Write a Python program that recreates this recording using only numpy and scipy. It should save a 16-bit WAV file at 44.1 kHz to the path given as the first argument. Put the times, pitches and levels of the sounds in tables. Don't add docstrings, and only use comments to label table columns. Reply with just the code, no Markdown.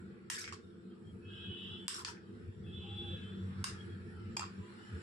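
import sys
import numpy as np
from scipy import signal
from scipy.fft import rfft, irfft, next_fast_len
from scipy.io import wavfile
from scipy.ndimage import uniform_filter1d, minimum_filter1d, map_coordinates

SR = 44100
rng = np.random.default_rng(int(sys.argv[2]) if len(sys.argv) > 2 else 0)


def dump(signal):
    limited = np.clip(np.atleast_2d(signal).T, -1, 1)
    pcm = np.round(limited * 32767).astype(np.int16)
    wavfile.write(sys.argv[1], SR, pcm)


N = 221602


def amp(db):
    return 10 ** (np.asarray(db) / 20)


def unit(x):
    return x / np.sqrt(np.mean(x ** 2) + 1e-20)


def punch(x):
    return x / np.sqrt(np.mean(x[:, :132] ** 2))


def along(points, hz):
    freqs, values = np.transpose(points)
    return np.interp(np.log(hz + 1), np.log(freqs + 1), values)


def curves(rows):
    times, *columns = np.transpose(rows)
    return [np.interp(np.arange(N) / SR, times, column) for column in columns]


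def wobble(rate, size=N):
    knots = rng.standard_normal(int(size * rate / SR) + 4)
    return map_coordinates(knots, [np.arange(size) * rate / SR])


def since(s):
    return np.maximum(np.arange(N) / SR - s, 0)


def gate(start, end, fade):
    t = np.arange(N) / SR
    return np.clip(np.minimum(t - start, end - t) / fade + .5, 0, 1)


def add(track, s, sound):
    part = track[:, round(s * SR):][:, :sound.shape[1]]
    part += sound[:, :part.shape[1]]


def filtered(x, response):
    size = x.shape[-1]
    padded = next_fast_len(size + 4096)
    return irfft(rfft(x, padded) * response(np.fft.rfftfreq(padded, 1 / SR)), padded)[..., :size]


def coloured(x, spectrum, edge_hz, size=2048):
    hz = np.fft.rfftfreq(size, 1 / SR)
    gain_db = along(spectrum, hz) - 10 * np.log10(1 + (hz / edge_hz) ** 8)
    cepstrum = irfft(np.log(amp(gain_db) + 1e-6))
    fold = 1 + np.sign(size / 2 - np.arange(size))
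    fold[0] = 1
    impulse = irfft(np.exp(rfft(cepstrum * fold)))
    return signal.fftconvolve(x, impulse[None], axes=1)[:, :x.shape[1]]


def ring(modes, t):
    return sum(amp(db + rng.normal(0, 2.4, (2, 1)) - 60 * t / t60)
               * np.sin(2 * np.pi * (hz * t + rng.random((2, 1)))) for hz, db, t60 in modes)


# f/Hz, left-right correlation
STEREO_LIKENESS = [(60, 0.5), (130, 0.98), (290, 0.67), (640, 0.54), (1400, -0.33), (3100, 0.041)]


def noise(spectrum, patchy_db):
    bins = signal.stft(rng.standard_normal((2, N)), nperseg=1024)[2]
    patches = uniform_filter1d(uniform_filter1d(rng.standard_normal(bins.shape[1:]), 4, 0), 9, 1)
    pair = signal.istft(bins * amp(patchy_db * unit(patches)), nperseg=1024)[1][:, :N]
    turn = lambda hz: np.arccos(np.clip(along(STEREO_LIKENESS, hz), -1, 1)) / 2
    mid, side = filtered(pair, lambda hz: amp(along(spectrum, hz)) * [np.cos(turn(hz)), np.sin(turn(hz))])
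    return unit(np.array([mid + side, mid - side]))


# t/s, level/dB
TRAFFIC_SWELLS = [(0, -67), (0.7, -70), (1.17, -69), (1.36, -64), (1.8, -63.5), (2.55, -68), (3.25, -60.5),
                  (3.45, -62), (3.75, -58), (4.05, -64.5), (4.25, -63), (4.6, -60.5), (5, -57.5)]
# f/Hz, level/dB
TYRE_RUSH = [(400, -36), (560, -2), (700, -13.5), (830, 2), (1000, -3), (1150, 0.5), (1330, 9.5),
             (1700, 5.5), (2050, -1), (2400, -4), (3000, -4.5), (4500, -11), (6500, -69.5), (9000, -100)]
TYRE_HISS = [(2000, -35), (3500, -2), (4400, 1), (5500, 6), (6300, -14), (7000, -2.5), (7600, 7),
             (8400, -3.5), (9400, -4), (10200, 1), (10900, -9), (11500, -38), (15500, -28)]


def traffic(hiss_db=-13, hiss_growth=0.06):
    level_db, = curves(TRAFFIC_SWELLS)
    rush = noise(TYRE_RUSH, patchy_db=3.3)
    hiss = noise(TYRE_HISS, patchy_db=4.2) * amp(1.2 * wobble(9))
    hiss_gain = amp(hiss_db + hiss_growth * (level_db - level_db.mean()))
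    return amp(level_db) * (rush + hiss_gain * hiss)


# t/s, relative firing tone level/dB, relative octave level/dB
ENGINE_HUM = [(0.0, -62, -48.5), (0.26, -75, -57), (0.38, -79.5, -64), (0.49, -56.5, -63.5),
              (0.89, -77.5, -54.5), (1.1, -57.5, -57), (1.45, -50.5, -58), (1.5, -47, -46),
              (1.58, -63.5, -56.5), (1.72, -52, -53.5), (1.86, -73, -49), (1.93, -58.5, -72.5),
              (2.25, -62, -55), (2.49, -42, -66.5), (2.54, -65, -69.5), (2.57, -48, -52),
              (3.26, -48, -51.5), (3.3, -54, -49), (3.44, -45, -48), (4.14, -51, -58), (4.28, -45.5, -50.5),
              (4.56, -57, -49), (4.61, -45, -47), (4.67, -65.5, -55), (4.87, -63, -59.5), (4.95, -40, -55),
              (5.02, -57.5, -62)]
# f/Hz, level/dB
ENGINE_SUB = [(15, -8.5), (35, -1.5), (55, -7.5), (75, -0.5), (110, -5.5), (300, -120)]
ENGINE_BOOM = [(20, -43.5), (70, -9), (110, 0), (135, -6.5), (165, -2.5), (230, -8), (280, -30.5),
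               (600, -120)]
ENGINE_DRONE = [(150, -37.5), (215, 4), (240, 0.5), (270, -8), (305, -9.5), (343, 6.5), (385, -5.5),
                (430, -1.5), (490, -9), (560, -26), (700, -23.5), (2000, -120)]


def engine(firing_hz=96, drift=0.0197, throb_hz=6.2, flutter_db=3, tone_trim_db=-2):
    firing_db, octave_db = curves(ENGINE_HUM)
    swell_db = (firing_db + octave_db) / 2 - np.mean(firing_db + octave_db) / 2
    phase = 2 * np.pi * np.cumsum(firing_hz * (1 + drift * wobble(7))) / SR
    throb_db = 4 * np.sin(2 * np.pi * throb_hz * since(0) + 2 * wobble(1.984))
    firing = amp(firing_db + tone_trim_db + throb_db + flutter_db * wobble(21.926))
    firing *= unit(np.sin(phase + wobble(25)))
    octave = amp(octave_db + tone_trim_db + flutter_db * wobble(25.025))
    octave *= unit(np.sin(2 * phase + 0.11 * wobble(25)))
    boom = amp(-56 + 0.55 * swell_db) * noise(ENGINE_BOOM, patchy_db=3)
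    drone = amp(-55 + 0.15 * swell_db) * noise(ENGINE_DRONE, patchy_db=1.5)
    sub = amp(firing_db - 18.5) * noise(ENGINE_SUB, patchy_db=0)
    lean_left, lean_right = amp([[1], [-1]]), amp([[-1], [1]])
    return firing + sub + (octave + boom) * lean_left + drone * lean_right


def far_tone(hz, rough):
    phase = 2 * np.pi * hz * np.arange(SR) / SR + wobble(15, SR)
    waver_db = 3 * wobble(34, SR).clip(-3, 1)
    channels = []
    for _ in range(2):
        fading = amp(waver_db + 2 * wobble(30, SR) + 6 * rough * wobble(140, SR))
        smear = .8 * wobble(26, SR) + rough * wobble(170, SR)
        channels.append(fading * np.sin(phase + smear))
    return unit(np.array(channels))


# start/s, end/s, f/Hz, level/dB
FAR_TOOTS = [(0.644, 0.706, 3660, -70), (0.915, 0.948, 3190, -71), (1.058, 1.107, 3220, -68.5),
             (2.84, 3.109, 811, -63), (3.114, 3.16, 513, -55), (3.157, 3.34, 1643, -65.5),
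             (3.595, 3.644, 1360, -60), (3.778, 3.924, 1674, -67.5), (3.785, 3.832, 3290, -61.5),
             (3.895, 3.95, 3290, -61.5), (4.15, 4.22, 1348, -63), (4.599, 4.726, 996, -66)]


def horn_toots():
    out = np.zeros((2, N))
    for start, end, hz, db in FAR_TOOTS:
        soft_edges = gate(.02, .02 + end - start, fade=.04)[:SR]
        tone = far_tone(hz, rough=.8 * np.sqrt(hz / 3300))
        add(out, max(start - .02, 0), amp(db) * soft_edges * tone)
    return out


def blast_shape(t, length, build_s, dying_db_per_s, build_db=16.5, drop_db=9.5, drop_s=0.023):
    after = np.maximum(t - length, 0)
    release_db = drop_db * (1 - np.exp(-after / drop_s)) + dying_db_per_s * after
    return amp(-build_db * np.exp(-t / build_s) - release_db) * np.minimum(t / .01, 1)


# start/s, end/s, rasp level/dB, decay/(dB/s), roughness 0-1
HORN_BLASTS = [(1.27, 1.763, -55.5, 115, .42), (2.655, 3.2, -60, 47, 0.25)]
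# start/s, end/s, f/Hz, level/dB, build-up/s
HORN_PARTIALS = [
    [(1.28, 1.44, 1620, -63.5, .03), (1.215, 1.61, 2589, -62, .016), (1.55, 1.783, 2724, -58.5, .025),
     (1.24, 1.42, 2930, -63, .02), (1.42, 1.76, 2972, -53.5, 0.016), (1.29, 1.83, 3063, -60, .03),
     (1.28, 1.6, 3106, -64, .02), (1.24, 1.765, 3241, -61.5, 0.018), (1.32, 1.47, 3390, -57, 0.014),
     (1.5, 1.84, 3418, -57, .018), (1.55, 1.68, 3661, -65, .015)],
    [(2.655, 3.23, 2600, -67.5, 0.0079), (2.76, 3.16, 2751, -65.5, .04), (2.72, 2.88, 3004, -65, 0.018),
     (2.76, 3.01, 3101, -66, 0.026), (3.04, 3.3, 3101, -62, .012), (2.63, 3.2, 3237, -67, 0.025),
     (2.63, 2.7, 3410, -65, 0.0091), (2.718, 2.78, 3440, -51.5, .008), (2.812, 2.85, 3440, -56, .008),
     (2.885, 2.93, 3440, -50, .009), (2.96, 3.14, 3440, -48, 0.01), (2.87, 3.2, 3865, -65.5, 0.023)],
]
# f/Hz, level/dB
HORN_RASP = [(1800, -120), (2350, -36), (2700, -2), (3100, -8), (3450, 5.5), (3600, -33), (3850, 2),
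             (4050, -40), (5000, -120)]


def horn_blasts(rasp_build_s=0.068):
    out, t = np.zeros((2, N)), np.arange(SR) / SR
    for (start, end, rasp_db, dying_db_per_s, rough), partials in zip(HORN_BLASTS, HORN_PARTIALS):
        rasp_shape = blast_shape(since(start), end - start, rasp_build_s, dying_db_per_s)
        out += amp(rasp_db) * rasp_shape * noise(HORN_RASP, patchy_db=3)
        for enters, leaves, hz, db, build_s in partials:
            shape = blast_shape(t, leaves - enters, build_s, dying_db_per_s)
            add(out, enters, amp(db) * shape * far_tone(hz, rough))
    return out


# f/Hz, t60/s
KITCHEN_DECAY = [(300, 0.055), (1500, 0.28), (6000, 0.22), (10000, 0.18), (14000, 0.12)]


def kitchen(x):
    hz, t, bins = signal.stft(rng.standard_normal((2, SR // 2)), SR, nperseg=256)
    decay = amp(-60 * t / along(KITCHEN_DECAY, hz)[:, None]) * (t > .004)
    tail = signal.istft(bins * decay, SR, nperseg=256)[1]
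    return signal.fftconvolve(x, tail / np.linalg.norm(tail[0]), axes=1)[:, :x.shape[1]]


def pockets(size, per_s, hz, scatter, cycles):
    count = int(per_s * size / SR) + 1
    onsets = rng.integers(0, size, count)
    t = np.arange(SR // 50) / SR
    pitches = np.broadcast_to(hz, size)[onsets] * np.exp(scatter * rng.laplace(size=count).clip(-4, 3))
    turns = pitches[:, None] * t
    strength = amp(4 * rng.standard_normal((count, 1)).clip(-2, 1.6))
    shape = strength * np.exp(-turns / cycles) * (1 - np.exp(-turns))
    where = (onsets[:, None] + np.arange(len(t))).ravel()
    channels = [shape * np.sin(2 * np.pi * (turns + rng.random((count, 1)))) for _ in range(2)]
    return unit(np.array([np.bincount(where, bursts.ravel(), size)[:size] for bursts in channels]))


# t/s, resonance f/Hz, level/dB
WET_GAPS = [
    [(0.3, 1750, -58), (0.34, 1800, -50), (0.368, 1800, -55), (0.382, 1710, -46.5), (0.4, 1500, -55),
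     (0.43, 1710, -58), (0.45, 2300, -52), (0.468, 2200, -58), (0.482, 2100, -52), (0.515, 2010, -62.5),
     (0.532, 1200, -55), (0.555, 1310, -72)],
    [(1.89, 1610, -56), (1.925, 1500, -65), (1.95, 1300, -52), (1.972, 1650, -55), (1.99, 1204, -51),
     (2.025, 1160, -56), (2.04, 1200, -76), (2.07, 1360, -55), (2.095, 1256, -49.5), (2.12, 1400, -66),
     (2.17, 1800, -60.5), (2.2, 1800, -74)],
]
# t/s, f/Hz, level/dB
YOGURT_POPS = [(0.379, 1716, -37.5), (0.532, 1127, -46)]


def squelch(pop_t60=.035, room_db=-8):
    out, t = np.zeros((2, N)), np.arange(SR // 10) / SR
    for gap in WET_GAPS:
        start, end = gap[0][0], gap[-1][0]
        hz, db = [curve[int(start * SR):int(end * SR)] for curve in curves(gap)]
        add(out, start, amp(db) * pockets(len(hz), per_s=1100, hz=hz, scatter=0.1095, cycles=6.2))
    for s, hz, db in YOGURT_POPS:
        pop = np.sqrt(2) * ring([(hz, 0, pop_t60)], t) * (1 - np.exp(-hz * t / 2))
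        add(out, s, amp(db) * pop)
    return out + amp(room_db) * kitchen(out)


# start/s, end/s, level/dB, treble edge/Hz
WALL_SCOOPS = [(0.306, 0.373, -41, 11600), (0.378, 0.439, -44, 14000), (0.443, 0.5, -53, 7500),
               (0.53, 0.546, -53, 8000), (1.894, 1.932, -54, 9000), (1.938, 2.027, -44.5, 12900),
               (2.068, 2.116, -49, 10900)]
# f/Hz, level/dB
EDGE_GRIT = [(500, -42), (1100, -3), (1800, -4), (2600, -1.5), (3500, -2.5), (4400, 0), (5000, 0),
             (5450, 6), (5900, 0.5), (6800, -1.5), (7550, 7), (8200, 2), (8800, 3), (9400, -4),
             (10100, 2.5), (11500, -7), (15000, -15)]


def scrape(slips_per_s=2500, catches_per_s=110, fade_s=0.0077, easing_db_per_s=96, room_db=-7):
    out = np.zeros((2, N))
    for start, end, db, edge_hz in WALL_SCOOPS:
        size = int((end - start + 2 * fade_s) * SR)
        pressure = amp(db - easing_db_per_s * since(0)) * gate(fade_s / 2, end - start, fade_s)
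        slipping = rng.random(size) < slips_per_s / SR
        strength = amp(2.5 * rng.standard_normal(size).clip(-2, 2))
        slips = unit(slipping * strength * rng.standard_normal((2, size)))
        crackle = pockets(size, per_s=750, hz=5600, scatter=.36, cycles=13)
        clusters = amp(2.5 * wobble(catches_per_s, size).clip(-2, 2))
        grit = coloured((amp(-5) * slips + crackle / 2) * clusters, EDGE_GRIT, edge_hz)
        add(out, start, pressure[:size] * unit(grit))
    return out + amp(room_db) * kitchen(out)


# t/s, level/dB, treble edge/Hz, crack t60/s, spoon ring re crack/dB, bowl knock re crack/dB,
# knock f/Hz, left minus right in the lows/dB
SPOON_CONTACTS = [(0.2998, -26.5, 12000, 0.021, -10, -12, 970, 2.5),
                  (0.441, -48, 4000, 0.019, 1, 0, 1190, -2), (0.4766, -44, 3020, 0.014, -4, -20, 1110, -2),
                  (0.524, -49.5, 7200, 0.023, 0, 9.5, 1134, -4), (0.5311, -50, 8500, 0.021, -2, 6, 1120, 0),
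                  (1.8812, -21, 12700, 0.0042, -6.5, -10.5, 1000, 2.5),
                  (1.993, -47, 6500, 0.016, -6, -2, 1120, 0), (2.048, -29.5, 7060, 0.013, -6, -6, 1070, -4),
                  (3.6412, -24, 10400, 0.015, -5.5, 1.5, 1092, -3),
                  (4.3666, -37, 11500, 0.014, 4, 14, 860, -2),
                  (4.3688, -35.5, 10500, 0.01, 13.5, 11.5, 915, -4),
                  (4.394, -37.5, 8850, 0.013, 9.5, 11, 890, -5),
                  (4.4075, -47.5, 8000, 0.016, 6, 19, 1070, -3), (4.42, -48, 4000, 0.011, -7, 20, 1080, -5),
                  (4.4294, -49, 4000, 0.015, -4, 19.5, 1078, -1),
                  (4.439, -51.5, 4000, .014, -11, 21.5, 1090, -3)]
# f/Hz, level/dB
CRACK_SPECTRUM = [(400, -47), (750, -11), (1100, -0.5), (1800, 5), (2300, -1.5), (3000, 2), (4200, 1),
                  (5400, 5.5), (6300, -1), (7500, 1), (8800, 3.5), (9400, -6), (10500, -2.5),
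                  (15000, -20.5)]
# f/Hz, level/dB, t60/s
SPOON_MODES = [(1880, -16, 0.025), (2430, 8, 0.013), (2713, -1.5, 0.054), (3250, -3.5, 0.034),
               (4770, 5, 0.042), (4990, 7, 0.018), (5480, 1, 0.018), (6500, -1, 0.03), (7340, 8.5, 0.023),
               (7670, 3, 0.016), (8700, -15, 0.028), (10200, -23, 0.03), (11080, -11, 0.022)]


def spoon_clicks(knock_t60=.016, room_db=-5):
    out, t = np.zeros((2, N)), np.arange(SR // 2) / SR
    rise = lambda s: 1 - np.exp(-t / s)
    for s, db, edge_hz, crack_t60, spoon_db, knock_db, knock_hz, pan_db in SPOON_CONTACTS:
        shape = amp(-60 * t / crack_t60) * rise(0.029 * crack_t60)
        crack = punch(coloured(rng.standard_normal((2, len(t))) * shape, CRACK_SPECTRUM, edge_hz))
        spoon = amp(spoon_db) * punch(ring(SPOON_MODES, t)) * rise(0.00074)
        bowl_modes = [(knock_hz, 0, knock_t60), (1.186 * knock_hz, -6, knock_t60)]
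        bowl = amp(knock_db) * punch(ring(bowl_modes, t)) * rise(0.0017)
        echo = amp(room_db) * kitchen(crack + amp(-4) * spoon + amp(-7) * bowl)
        sides_db = np.array([[pan_db], [-pan_db]]) / 2
        direct = filtered(crack + spoon + bowl, lambda hz: amp(sides_db / (1 + (hz / 4000) ** 4)))
        add(out, s, amp(db) * (direct + echo))
    return out


def scene():
    bowl = spoon_clicks() + scrape() + squelch()
    street = engine() + traffic() + horn_toots() + horn_blasts()
    return bowl + street


def gain_control(x, threshold_db=-43, squeeze=0.45, release_db_per_s=190, look_ahead_s=0.0056):
    treble = filtered(x, lambda hz: hz > 700)
    power = uniform_filter1d(np.mean(treble ** 2, axis=0), size=132)
    level_db = 10 * np.log10(np.abs(power) + 1e-12)
    cut_db = squeeze * np.maximum(level_db - threshold_db, 0)
    ahead = int(look_ahead_s * SR)
    cut_db = -minimum_filter1d(-cut_db, ahead | 1, origin=1 - ahead // 2)
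    recovery = release_db_per_s * np.arange(N) / SR
    cut_db = np.maximum.accumulate(cut_db + recovery) - recovery
    return x * amp(-uniform_filter1d(cut_db, size=200))


def record(dry):
    return filtered(gain_control(dry), lambda hz: hz < 15800)


dry = scene()
out = record(dry)
dump(out)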